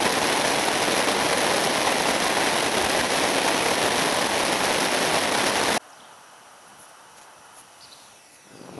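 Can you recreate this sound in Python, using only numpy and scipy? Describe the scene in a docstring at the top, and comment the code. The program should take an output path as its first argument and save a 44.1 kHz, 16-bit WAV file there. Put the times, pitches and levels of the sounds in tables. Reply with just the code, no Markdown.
"""Heavy rain drums and spatters on a tent, heard from inside; midway the swaying fabric thuds twice.
At 5.8 s the scene cuts to a quiet sunny meadow: a distant rush, airy hiss and a faint camera whine,
with a few bird chirps and soft rustles of arm and grass. A wrist close to the microphone reflects
the rush and hiss; near 8 s it turns and draws away, and their comb colour sweeps down.
Last, the light breeze rises to a gust that buffets the microphone."""
import sys
import numpy as np
from scipy import signal
from scipy.fft import rfft, irfft
from scipy.io import wavfile
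from scipy.ndimage import uniform_filter1d, minimum_filter1d, map_coordinates

SR = 44100
rng = np.random.default_rng(int(sys.argv[2]) if len(sys.argv) > 2 else 0)


def int16_out(signal):
    """Quantize to a 16-bit WAV file."""
    q = np.round(np.clip(np.atleast_2d(signal).T, -1, 1) * 32767)
    wavfile.write(sys.argv[1], SR, q.astype(np.int16))


N = 387624
T = np.arange(N) / SR
HZ = np.fft.rfftfreq(N, 1 / SR)
RAIN_ENDS_S, MEADOW_STARTS_S, WRIST_LEAVES_S = 5.781, 5.799, 7.95


def amp(db):
    """Decibels to gain."""
    return 10 ** (np.asarray(db) / 20)


def unit(x):
    """Scales to rms 1."""
    return x / np.sqrt(np.mean(x ** 2) + 1e-20)


def bell(s, half_s):
    """A smooth swell of height 1 around time s."""
    return np.exp(-((T - s) / half_s) ** 2)


def colour(x, spectrum):
    """EQ from a (frequency [Hz], gain [dB]) curve."""
    hz, db = np.transpose(spectrum)
    return irfft(rfft(x) * amp(np.interp(np.log(HZ + 1), np.log(hz), db)), N)


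def noise(spectrum):
    """Coloured noise of rms 1."""
    return unit(colour(rng.standard_normal(N), spectrum))


def drift(hz):
    """Random modulation of rms 1, mostly slower than hz."""
    return unit(irfft(rfft(rng.standard_normal(N)) / (1 + (HZ / hz) ** 2), N))


def roughness(depth_db, samples):
    """A jittering gain, smoothed over so many samples."""
    return amp(depth_db * unit(uniform_filter1d(rng.standard_normal(N), samples)))


def widen(mid, width):
    """Mono to stereo: a delayed copy, shaped by the width curve, is the side signal."""
    side = colour(np.roll(mid, SR // 30), width)
    return np.array([mid + side, mid - side])


def wrist_turn(turn_s=0.32):
    """How far the wrist has turned from the microphone, easing from 0 to 1."""
    return np.sin(np.pi / 2 * np.clip((T - WRIST_LEAVES_S) / turn_s, 0, 1)) ** 2


# Midrange bed of the meadow: (frequency [Hz], relative level [dB])
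RUSH_SPECTRUM = [(25, -48), (50, -29), (90, -10), (170, -14.5), (270, -2), (370, -3), (700, 6.5),
                 (800, 6.5), (870, 9.5), (980, 5.5), (1450, 5.5), (1800, -2.5), (2400, -11), (5000, -40)]
def distant_rush(level_db=-48.5, ebb_db_per_s=1.5, turned_db=-2.5, waver_db=0.5):
    """A far-off wash that ebbs slowly and drops further as the wrist turns."""
    fader_db = level_db - ebb_db_per_s * (T - MEADOW_STARTS_S) + turned_db * wrist_turn()
    return noise(RUSH_SPECTRUM) * amp(fader_db + waver_db * drift(hz=3.8))


# Fine, airy top of the meadow: (frequency [Hz], relative level [dB])
HISS_SPECTRUM = [(25, -35), (100, -8), (1500, -3), (2100, 1), (3250, 0), (4100, -1.5), (5300, -1),
                 (5600, 3.5), (5900, 6), (6150, 1.5), (6800, -2), (8100, -4), (9200, 0), (10300, 2.5),
                 (11800, -5.5)]
def air_hiss(level_db=-53.5, swell_db=3):
    """Steady hiss, with one short swell as the arm sets off."""
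    return noise(HISS_SPECTRUM) * amp(level_db + swell_db * bell(7.96, half_s=0.21))


# Narrow peak near 3 kHz: (frequency [Hz], relative level [dB])
RING_SPECTRUM = [(2500, -40), (2780, -4.5), (2970, 0), (3170, -4), (3600, -22), (6000, -70)]
def hiss_ring(level_db=-63, fade_db_per_s=1.5):
    """A fading ring in the hiss, heard only while the wrist is close."""
    fader_db = level_db - fade_db_per_s * (T - MEADOW_STARTS_S).clip(0)
    return noise(RING_SPECTRUM) * amp(fader_db) * (1 - wrist_turn())


# Bounce off the curved wrist, which scatters the treble aside: (frequency [Hz], gain [dB])
WRIST_EQ = [(300, 3), (1300, -1), (3200, -1), (5000, 1), (8000, -3.5), (11000, -8)]
def wrist_echo(air, start_m=0.039, m_per_s=0.073, m_per_s2=0.1, close_gain=0.07, turned_gain=0.41):
    """The reflection grows as the wrist turns and arrives later as it accelerates away."""
    moving_s = np.maximum(T - WRIST_LEAVES_S, 0)
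    distance_m = start_m + m_per_s * moving_s + .5 * m_per_s2 * moving_s ** 2
    delay_s = 2 * distance_m / 343  # there and back at the speed of sound
    echo = map_coordinates(colour(air, WRIST_EQ), [(T - delay_s) * SR], order=3)
    return (close_gain + (turned_gain - close_gain) * wrist_turn()) * echo


# Stereo width by frequency: wide bass and top, mostly centred between:
# (frequency [Hz], side relative to mid [dB])
MEADOW_SIDE_EQ = [(40, 2), (110, 2), (400, -15), (850, -31), (1300, -32), (1700, -56), (2500, -21),
                  (4000, -50), (6500, -40), (8000, -4), (9300, -23), (10200, -45)]
def meadow_air():
    """Rush and hiss comb against their echo; the notches sink as the wrist leaves."""
    air = distant_rush() + air_hiss()
    return widen(air + hiss_ring() + wrist_echo(air), MEADOW_SIDE_EQ)


# Partials of the whine: (pitch [Hz], level [dB], change with the turn [dB])
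WHINE_TONES = [(1950, -73, 4), (2530, -75, 1), (2616, -69, 5), (2950, -69, -8), (5900, -76, 5)]
def camera_whine(waver_hz=22, rate_hz=30, flicker_db=3.0):
    """Thin wavering tones; most come forward and one recedes as the wrist turns."""
    turned, out = wrist_turn(), np.zeros(N)
    for hz, db, turned_db in WHINE_TONES:
        phase = 2 * np.pi * np.cumsum(hz + waver_hz * drift(rate_hz)) / SR
        tone = unit(np.sin(phase) * amp(flicker_db * drift(rate_hz)))
        out += amp(db + turned_db * turned) * tone
    return out


# Soft rumble of light air: (frequency [Hz], relative level [dB])
BREEZE_SPECTRUM = [(25, -28), (70, -5), (160, 2), (300, -2), (700, -25), (3000, -60)]
def breeze(level_db=-66, puff_db=4, puff_hz=7):
    """Light air stirs at the microphone in faint, irregular low puffs."""
    return noise(BREEZE_SPECTRUM) * unit(amp(puff_db * drift(puff_hz))) * amp(level_db)


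# Dull brush and thin swish, each: (frequency [Hz], relative level [dB])
BRUSH_SPECTRUM = [(100, -2), (1000, 5), (3000, -1), (5000, -2), (6700, 4), (8000, -8), (10500, 0),
                  (12000, -9)]
SWISH_SPECTRUM = [(1000, -35), (6000, -16), (8500, -14), (9500, 2), (10800, 6), (12000, -5)]
# Rustle cues: (time [s], half length [s], level [dB], brightness [0-1])
RUSTLE_CUES = [(6.69, .02, -55, 0.7), (6.822, 0.039, -47.5, 0.84), (6.895, 0.014, -52, 0.8),
               (7.183, .014, -47.5, .1), (7.225, .016, -49, .2), (7.46, .015, -56, .7),
               (7.548, .016, -56, .95), (7.592, 0.024, -43.5, 0.75), (7.97, .15, -62, 0.9),
               (8.345, .028, -51, 0.6)]
def rustles():
    """Arm and grass rustle in short grainy strokes, each a blend of brush and swish."""
    dull, bright = noise(BRUSH_SPECTRUM), noise(SWISH_SPECTRUM)
    out = np.zeros(N)
    for s, half_s, db, brightness in RUSTLE_CUES:
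        blend = np.sqrt(brightness) * bright + np.sqrt(1 - brightness) * dull
        out += amp(db) * bell(s, half_s) * blend
    return out * roughness(depth_db=2, samples=120)


# Bird notes: (time [s], length [s], level [dB], start pitch [Hz], middle pitch [Hz], end pitch [Hz])
BIRD_NOTES = [(5.898, 0.012, -56, 6700, 6600, 5200), (5.927, 0.012, -53, 5500, 5200, 4800),
              (5.95, .009, -53, 6000, 5300, 4600), (5.972, .022, -62, 3600, 4250, 4000),
              (5.996, 0.017, -52, 3700, 3350, 3150), (6.012, .016, -60, 3800, 4100, 3950),
              (6.033, .027, -55, 2830, 3300, 2850), (6.068, .018, -59, 3050, 3250, 3000),
              (7.807, .011, -49, 3600, 4280, 5000), (7.816, 0.0344, -46.5, 4740, 4550, 4750),
              (7.846, .012, -48, 4850, 4250, 3800), (7.916, .01, -50, 3600, 3770, 4100),
              (7.919, 0.022, -45, 3860, 4120, 3930), (7.98, .1, -62, 3900, 3750, 3800),
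              (8.528, .13, -60, 4970, 4800, 4750)]
def bird(upper_ratio=1.13, upper_db=-5, flutter_db=4, wet_db=-6.0, t60_s=0.8, blur_hz=460):
    """Quick fluttering arcs, sung with both sides of the syrinx at once, with a diffuse tail."""
    song = np.zeros(N)
    for s, length_s, db, *pitches in BIRD_NOTES:
        n, start = round(length_s * SR), round(s * SR)
        rasp, flutter = (unit(uniform_filter1d(z, 70))[:n] for z in rng.standard_normal((2, SR // 2)))
        arc_hz = np.polyval(np.polyfit([0, .5, 1], pitches, 2), np.linspace(0, 1, n))
        phase = 2 * np.pi * np.cumsum(arc_hz * (1 + .024 * rasp)) / SR
        voices = np.sin(phase) + amp(upper_db) * np.sin(upper_ratio * phase)
        note = unit(voices * amp(flutter_db * flutter))
        song[start:start + n] += amp(db) * note * signal.windows.tukey(n, .35)
    t = T[:SR // 2]
    tail = rng.standard_normal(len(t)) * np.exp(-np.log(1000) * t / t60_s) * (1 - np.exp(-t / .03))
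    reverb = signal.fftconvolve(song * drift(blur_hz), tail / np.linalg.norm(tail))[:N]
    return song + amp(wet_db) * reverb


# Fader ride up to the last surge: (time [s], level [dB])
GUST_RIDE = [(8.36, -72), (8.47, -54), (8.56, -48), (8.6, -45.5), (8.71, -42), (8.76, -41.5), (8.785, -37)]
# Body of the buffeting: (frequency [Hz], relative level [dB])
GUST_SPECTRUM = [(25, -42), (70, -16), (150, 4.5), (330, 4), (600, -3), (900, -6), (1600, -21), (2500, -16),
                 (3300, -20), (4700, -20), (8000, -48)]
# Single wind thumps: (time [s], peak before the low cut [dB], centre frequency [Hz])
GUST_THUMPS = [(8.471, -40, 430), (8.519, -42, 300), (8.555, -35, 400), (8.595, -36, 260),
               (8.615, -32, 340), (8.636, -36, 480), (8.648, -37, 560), (8.68, -33, 700), (8.693, -27, 620),
               (8.728, -34, 400), (8.779, -26, 330), (8.786, -25, 450)]
def gust(side_db=-14, lean_db=-17):
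    """Eddies at the microphone: a swelling rumble with sharp pressure swings, its bass leaning left."""
    lumps = unit(roughness(depth_db=3.0, samples=300))
    strength = amp(np.interp(T, *np.transpose(GUST_RIDE), left=-120)) * lumps
    mid = noise(GUST_SPECTRUM) * strength
    for s, db, hz in GUST_THUMPS:
        u = 2 * np.pi * hz * (T - s)
        mid -= amp(db) * u * np.exp((1 - u ** 2) / 2)  # one push and pull
    mid = colour(mid, [(35, -14), (110, -1)])  # the microphone sheds the deepest bass
    swirl = amp(side_db) * noise(GUST_SPECTRUM) * strength
    side = colour(swirl + amp(lean_db) * mid, [(900, -1), (1600, -40)])
    return np.array([mid + side, mid - side])


# Fabric thud cues: (time [s], half length [s], level [dB])
BILLOW_CUES = [(2.846, 0.033, -41), (2.995, 0.028, -42)]
# Their deep body: (frequency [Hz], relative level [dB])
BILLOW_SPECTRUM = [(25, -20), (55, -3), (85, 5), (130, -11), (300, -45)]
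def billows():
    """The wet fabric sways and gives soft low thuds."""
    return noise(BILLOW_SPECTRUM) * sum(amp(db) * bell(s, half_s) for s, half_s, db in BILLOW_CUES)


def impacts(per_s, spread_db):
    """Drops landing at random on one spot, as impulses: many small, a few large."""
    falls = rng.random(N) < per_s / SR
    return falls * amp(spread_db * np.minimum(rng.exponential(1, N), 3))


def pings(per_s=600, spread_db=1.5, ring_s=0.0062, spots=90):
    """Drops on tight spots of the fabric ring briefly, each spot at its own pitch."""
    t, out = T[:SR // 10], np.zeros(N)
    for hz in np.geomspace(900, 10000, spots) * rng.uniform(.98, 1.02, spots):
        ping = np.sin(2 * np.pi * hz * t) * np.exp(-t / ring_s)
        out += np.sqrt(hz) * signal.oaconvolve(impacts(per_s / spots, spread_db), ping)[:N]
    return unit(out)


def drops(per_s, spread_db, splash_s, thud_s, snap, patches=36, crossover_hz=1100):
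    """Each patch of fabric has its own train of drops: a snap, a bright splash and a low thud."""
    t = T[:2048]
    hz = np.fft.rfftfreq(len(t), 1 / SR)
    low_share = 1 / (1 + (hz / crossover_hz) ** 4)  # the membrane carries the lows, the splash the highs
    click = unit(1. * (t == 0))
    out, power = np.zeros(N), 0
    for _ in range(patches):
        water, skin = rng.standard_normal((2, len(t)))
        splash = unit(unit(water * np.exp(-t / splash_s)) + snap * click)
        thud = unit(skin * np.exp(-t / thud_s))
        spectrum = rfft(splash) * np.sqrt(1 - low_share) + rfft(thud) * np.sqrt(low_share)
        hit = np.roll(irfft(spectrum), len(t) // 20)
        out += signal.oaconvolve(impacts(per_s / patches, spread_db), hit)[:N]
        power = power + abs(spectrum) ** 2
    # flatten the sum so that the patches together favour no pitch
    return unit(irfft(rfft(out - out.mean()) / np.sqrt(np.interp(HZ, hz, power)), N))


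# Overall tone of the rain patter: full low mids, duller treble: (frequency [Hz], gain [dB])
PATTER_EQ = [(25, -42), (70, -17), (140, -10.3), (200, -5.5), (270, -2), (400, -2), (600, -0.3),
             (800, -0.9), (1000, -3.5), (1270, -9), (1850, -6.5), (2600, -10), (4100, -12), (4600, -15.5),
             (5850, -14.5), (7300, -24), (8700, -21.5), (10300, -16), (11800, -24.5)]
# Fine spray on the outer skin: (frequency [Hz], gain [dB])
SPRAY_EQ = [(1000, -18), (3000, -16.5), (5000, -3), (7500, -6.5), (11000, -2.5)]
def tent_patter(clump_db=0.71, clump_hz=30, ping_db=-11):
    """Near drops patter over the dense spatter of the whole tent; some ring, and spray ticks on top."""
    near = drops(per_s=400, spread_db=3.0, splash_s=0.0011, thud_s=0.0024, snap=0.47)
    far = drops(per_s=3500, spread_db=1.5, splash_s=0.0039, thud_s=0.0034, snap=0.45)
    ticks = drops(per_s=280, spread_db=8.0, splash_s=0.0034, thud_s=0.0057, snap=0.36, patches=16)
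    patter = (near + amp(1.0) * far) * amp(clump_db * drift(clump_hz))
    spray = colour(ticks, SPRAY_EQ) * amp(drift(hz=4.6))
    return unit(colour(patter + spray + amp(ping_db) * pings(), PATTER_EQ))


# Accents of heavy drops: (time [s], boost of the low drumming [dB])
FLURRY_CUES = [(.066, 5), (.228, 1.5), (1.003, 0.5), (1.656, 2), (1.876, 5.5), (2.102, 3), (3.852, 3.5),
               (4.646, 2.5), (5.469, 2)]
# Breaths between the clumps: (time [s], level change [dB])
LULL_CUES = [(.091, -2.5), (2.043, -2), (2.712, -3.2), (3.089, -1.5), (3.772, -1), (4.3, -2), (5.299, -3)]
# Leftward pull of the bass: (frequency [Hz], share added left and taken from the right [dB])
RAIN_PAN = [(50, -7), (120, -12), (300, -30), (600, -60), (1000, -81), (2000, -90)]
# Stereo width by frequency: nearly mono, slightly wider in bass and high treble:
# (frequency [Hz], side relative to mid [dB])
RAIN_SIDE_EQ = [(50, -11), (110, -17), (200, -27), (340, -25.5), (500, -50), (740, -79), (900, -77),
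                (1300, -71), (1700, -85), (5500, -80), (6500, -29), (7300, -7), (8700, -9.5), (9900, -57)]
def rain(level_db=-22, flurry_half_s=0.011, lull_half_s=0.019, flurry_treble=0.6):
    """A steady downpour drums on the tent, with brief flurries and lulls."""
    patter = tent_patter()
    drum = colour(patter, [(900, -2), (1800, -30)])
    treble = patter - drum
    flurry_db = sum(db * bell(s, flurry_half_s) for s, db in FLURRY_CUES)
    lull_db = sum(db * bell(s, lull_half_s) for s, db in LULL_CUES)
    mid = (drum * amp(flurry_db) + treble * amp(flurry_treble * flurry_db)) * amp(level_db + lull_db)
    lean = colour(mid, RAIN_PAN)
    return widen(mid, RAIN_SIDE_EQ) + np.array([lean, -lean])


def scene():
    """The tent, then a quick cut to the meadow."""
    meadow = meadow_air() + camera_whine() + bird() + rustles() + gust() + breeze()
    rain_out = np.clip((RAIN_ENDS_S - T) / 0.0046, 0, 1)
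    meadow_in = np.clip((T - MEADOW_STARTS_S) / 0.024 + 0.58, .3, 1) * (T > RAIN_ENDS_S)
    return rain() * rain_out + billows() + meadow * meadow_in


def record(dry):
    """A fast soft limiter rounds off the hardest drops; the camera's band limit trims the top."""
    ceiling, cutoff_hz = 0.31, 11930
    gain = (1 + (abs(dry).max(0) / ceiling) ** 8) ** (-1 / 8)
    limited = dry * uniform_filter1d(minimum_filter1d(gain, size=25), size=25)
    lowpass = signal.firwin(601, cutoff_hz, window=("kaiser", 9), fs=SR)
    return signal.oaconvolve(limited, lowpass[None], "same")


dry = scene()
out = record(dry)
int16_out(out)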